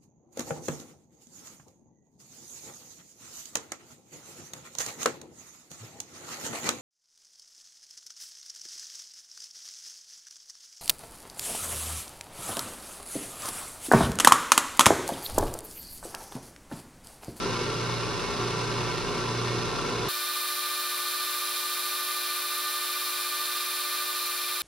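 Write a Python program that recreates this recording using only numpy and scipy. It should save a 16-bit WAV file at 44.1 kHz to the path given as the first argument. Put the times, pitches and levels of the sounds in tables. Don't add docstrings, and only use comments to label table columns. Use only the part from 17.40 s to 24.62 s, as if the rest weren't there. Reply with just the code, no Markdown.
import sys
import numpy as np
from scipy import signal
from scipy.fft import rfft, irfft, next_fast_len
from scipy.io import wavfile

SR = 44100
rng = np.random.default_rng(int(sys.argv[2]) if len(sys.argv) > 2 else 0)


def to_wav(s):
    ch = np.atleast_2d(s).T
    pcm = np.round(np.clip(ch, -1, 1) * 32767)
    wavfile.write(sys.argv[1], SR, pcm.astype(np.int16))


N = 318402

FORWARD_AT_S, FORWARD_SPEED = 2.686, 10
MAINS_HZ, POLES, BELT_LOOPS_PER_TURN = 60, 4, .17252

# multiple of the loop rate, level/dB, left minus right/dB, left lead/rad
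BELT_TONES = [(4, -84.5, 6, 1.5), (5, -76.5, -15, -4.5), (6, -62.5, 9, 1.5), (7, -49.5, 17, -1.0),
              (8, -76, -4, -1.5), (9, -61, -2, -1.1), (10, -68.5, -6, 2), (12, -80, -1, 3),
              (13, -60, -6.5, 4), (14, -63, 11, 2.5), (15, -75, 12, 1), (16, -71, 6, 2),
              (19, -60.5, -2.5, -2.5), (21, -54, 15, -3)]
# multiple of the turn rate, level/dB, left minus right/dB, left lead/rad
SHAFT_TONES = [(1, -68, -8, -1.8), (2, -58, -3, -0.2), (3, -61, 9, 0.4), (4, -42, 3, -0.3),
               (5, -50, 1, -0.2), (6, -48, 0, -0.0), (7, -58, 1, -0.4), (8, -53, 3, -0.2)]
# multiple of twice the mains frequency (120 Hz), level/dB, left minus right/dB,
# left lead/rad
HUM_TONES = [(1, -41, -9, -.1), (2, -50, 0, .1), (3, -43.5, 0, 0), (5, -56, -7, 1.1), (6, -57, 4, -2.5)]
# f/Hz, level/dB, left minus right/dB, left lead/rad
BEARING_TONES = [(74.3, -67, 20, -1.0), (84.0, -64, 12, 0.6), (132.6, -60, 1, -0.0), (149.5, -55, 0, 0.1),
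                 (165.9, -61, 1, -0.3), (208.9, -58, 3, -0.2), (324.1, -56, -1, 0.0), (395.7, -50, -2, 0.1),
                 (405.9, -46, -2, 0.2), (410.7, -54, -2, 0.1), (433.9, -55, -3, 0.3),
                 (525.9, -58, -3, -0.1), (995.4, -56, -6, -0.2)]
# f/Hz, level per Hz/dB
RATTLE_COLOUR = [(8, -95), (20, -93), (50, -81), (80, -75), (110, -64.5), (220, -68), (400, -54),
                 (640, -74), (900, -72.5), (1800, -77), (5000, -78), (7500, -91), (10500, -93.5),
                 (14800, -113.4)]
# f/Hz, width/Hz, gain/dB
FRAME_RESONANCES = [(120.5, 3.8, 6.5), (160.4, 6.2, 6), (291, 140, -2), (344.8, 17.6, -10),
                    (392.4, 52, -4.5), (591, 27, 5), (725, 36, 5.5), (901, 64, 6), (995, 31, 12),
                    (1058, 46, 9.5), (1167, 112, 12), (1220, 28, -5), (1357, 82, 13), (1455, 21, 5),
                    (1554, 53, 9), (1826, 41, 10), (2196, 31, 12.5), (2770, 420, 6.5), (3130, 86, -11),
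                    (3500, 160, 4), (4050, 580, 5.5), (5030, 58, 9.5), (5800, 660, 5), (9140, 450, 8)]
# f/Hz, level per Hz/dB
BRISTLE_COLOUR = [(500, -100), (2500, -80.5), (5000, -84), (7500, -119), (10500, -99), (15000, -119)]
# f/Hz, level per Hz/dB
DRONE_COLOUR = [(100, -110), (190, -86), (245, -69.5), (300, -82), (600, -110)]
# f/Hz, side minus mid/dB, left minus right/dB
STEREO_SPREAD = [(30, 1, 0.5), (86, -20, 9.5), (124, -15, -0.5), (200, -12.5, 2.5), (397, -15.5, -1.5),
                 (660, 1, -3), (1140, -12.5, -1), (1400, -5.5, 5), (2380, -8.5, -2), (4140, -11, 0),
                 (6460, 2.5, -6), (15000, -5.5, 2)]
# t/s, slip/Hz
STEADY_SLIP = [(0, .311), (1.3, .282), (2.1, .358), (4.3, .351), (5.7, .413), (7.2, .424)]
# t/s, level/dB
MOTOR_VIBRATION = [(0, 0.5), (1.4, 1.5), (3.3, 1), (4.3, -0.1), (7.2, -0.7)]
# middle t/s, length/s, slip relieved/Hz
HAND_EASES = [(4.68, .52, .075), (5.30, .52, .110), (6.01, .38, .115), (6.61, .55, .107)]
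# t/s, peak level/dB, decay/s
DULL_TICKS = [(6.023, -30, .0001)]


def undb(db):
    return 10 ** (np.asarray(db) / 20)


def over_hz(table, hz):
    points, *columns = np.transpose(table)
    return [np.interp(np.log(hz + 1), np.log(points), column) for column in columns]


def walk(axis, rate):
    knots = rng.standard_normal(4096)
    place = (axis - axis[0]) * rate
    k, ease = place.astype(int), np.sin(np.pi / 2 * (place % 1)) ** 2
    return 1.15 * (knots.take(k, mode="wrap") * (1 - ease) + knots.take(k + 1, mode="wrap") * ease)


def tone(turns, db, pan_db, lead):
    gains = undb(np.array([[pan_db], [-pan_db]]) / 2)
    angle = 2 * np.pi * (turns % 1) + np.array([[lead], [-lead]]) / 2
    return 2 * undb(db) * gains / np.linalg.norm(gains) * np.cos(angle)


def radiate(drive, colour, speed, resonances=(), top_hz=15000, left_lead_s=1.4e-5):
    count = drive.shape[1]
    size = next_fast_len(count)
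    hz = np.fft.rfftfreq(size, 1 / SR) / speed
    db = over_hz(colour, hz)[0]
    db += sum(peak / (1 + (2 * (hz - f) / width) ** 2) for f, width, peak in resonances)
    db += .95 * walk(hz, 1 / 11)
    mid, side = rfft(drive, size) * undb(db) * (hz < top_hz) * np.sqrt(SR / 2 / speed)
    side_db, pan_db = over_hz(STEREO_SPREAD, hz)
    side *= undb(side_db)
    left = (mid + side) * undb(pan_db / 2) * np.exp(2j * np.pi * hz * left_lead_s)
    right = (mid - side) * undb(-pan_db / 2)
    return irfft(np.array([left, right]), size)[:, :count]


def motor(clock, shaft, swell_db, pressure_db, waver_db=1.2, sideband_db=-54, sideband_turns=.634):
    uneven = shaft + .0087 * walk(clock, 9)
    field = 2 * MAINS_HZ * clock
    locked = {POLES: 0, 2 * POLES: 2 * sideband_turns - .5}
    out = 0
    for k, db, pan, lead in SHAFT_TONES:
        offset = locked[k] if k in locked else rng.random() + .076 * walk(clock, 2)
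        out += tone(k * uneven + offset, db + swell_db + waver_db * walk(clock, 6.5), pan, lead)
    for k, db, pan, lead in HUM_TONES:
        out -= tone(k * field + (k > 2) * rng.random(), db + swell_db * (k == 1), pan, lead)
    return out + tone(field + POLES * uneven + sideband_turns, sideband_db + pressure_db, 0, 0)


def drive_train(clock, belt, belt_waver_db=.4, wander_turns=.092):
    out = 0
    for k, db, pan, lead in BELT_TONES:
        out += tone(k * belt + rng.random(), db + belt_waver_db * walk(clock, 3), pan, lead)
    for hz, db, pan, lead in BEARING_TONES:
        out += tone(hz * clock + wander_turns * walk(clock, 1.3), db + walk(clock, 3.3), pan, lead)
    return out


def shaking(clock, shaft, belt, by_shaft=.088, by_hum=.1, by_buzz=.11, by_belt=.057, flicker_db=.36):
    field_angle = 4 * np.pi * MAINS_HZ * clock
    shake = 1 + by_shaft * np.cos(2 * np.pi * shaft) + by_hum * np.cos(field_angle)
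    shake += by_buzz * sum(np.cos(k * field_angle + k) for k in (2, 3))
    shake += by_belt * sum(np.cos(2 * np.pi * (k * belt + rng.random())) for k in (2, 7, 9, 16))
    shake *= undb(flicker_db * walk(clock, 14))
    return shake / np.sqrt(np.mean(shake ** 2))


def frame_rattle(shake, speed):
    return radiate(shake * rng.standard_normal((2, len(shake))), RATTLE_COLOUR, speed, FRAME_RESONANCES)


def bristles(shake, speed, per_second=900, scatter_db=3.5):
    count = len(shake)
    hit = rng.random(count) < per_second * speed / SR
    flicks = hit * rng.standard_normal((2, count)) * undb(scatter_db * rng.standard_normal(count))
    return radiate(shake * flicks / np.std(flicks), BRISTLE_COLOUR, speed)


def tool_load(t, swell_db_per_hz=21, pressure_db_per_hz=83, reference_slip_hz=.37):
    steady_hz = np.interp(t, *np.transpose(STEADY_SLIP))
    relief_hz = sum(depth * np.cos(np.pi * (t - middle) / length) ** 2 * (abs(t - middle) < length / 2)
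                    for middle, length, depth in HAND_EASES)
    swell_db = np.interp(t, *np.transpose(MOTOR_VIBRATION)) + swell_db_per_hz * relief_hz
    pressure_db = pressure_db_per_hz * (steady_hz - .42 * relief_hz - reference_slip_hz)
    return steady_hz - relief_hz, swell_db, pressure_db


def table_drone(pressure_db, speed):
    return radiate(undb(pressure_db) * rng.standard_normal((2, len(pressure_db))), DRONE_COLOUR, speed)


def drill_press(clock, shaft, swell_db, pressure_db, speed):
    belt = BELT_LOOPS_PER_TURN * shaft
    shake = shaking(clock, shaft, belt)
    noise = frame_rattle(shake, speed) + table_drone(pressure_db, speed)
    tones = motor(clock, shaft, swell_db, pressure_db) + drive_train(clock, belt)
    return noise + tones + bristles(shake, speed)


def dull_tick(t):
    return sum(undb(db) * np.exp(-abs(t - start) / decay) * (t >= start)
               for start, db, decay in DULL_TICKS)


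def scene():
    t = np.arange(N) / SR
    fast = t >= FORWARD_AT_S
    step = np.where(fast, FORWARD_SPEED, 1) / SR
    slip_hz, swell_db, pressure_db = tool_load(t)
    clock = np.cumsum(step)
    shaft = np.cumsum((MAINS_HZ / 2 - slip_hz) * step)
    controls = np.array([clock, shaft, swell_db, pressure_db])
    natural = drill_press(*controls[:, ~fast], speed=1)
    hurried = drill_press(*controls[:, fast], speed=FORWARD_SPEED)
    return np.hstack([natural, hurried]) + dull_tick(t)


def record(dry, knee=.32, top_hz=15750):
    rounded = knee * np.tanh(dry / knee)
    lowpass = signal.ellip(12, .1, 80, top_hz, fs=SR, output="sos")
    return signal.sosfilt(lowpass, .75 * dry + .25 * rounded)


dry = scene()
out = record(dry)
to_wav(out)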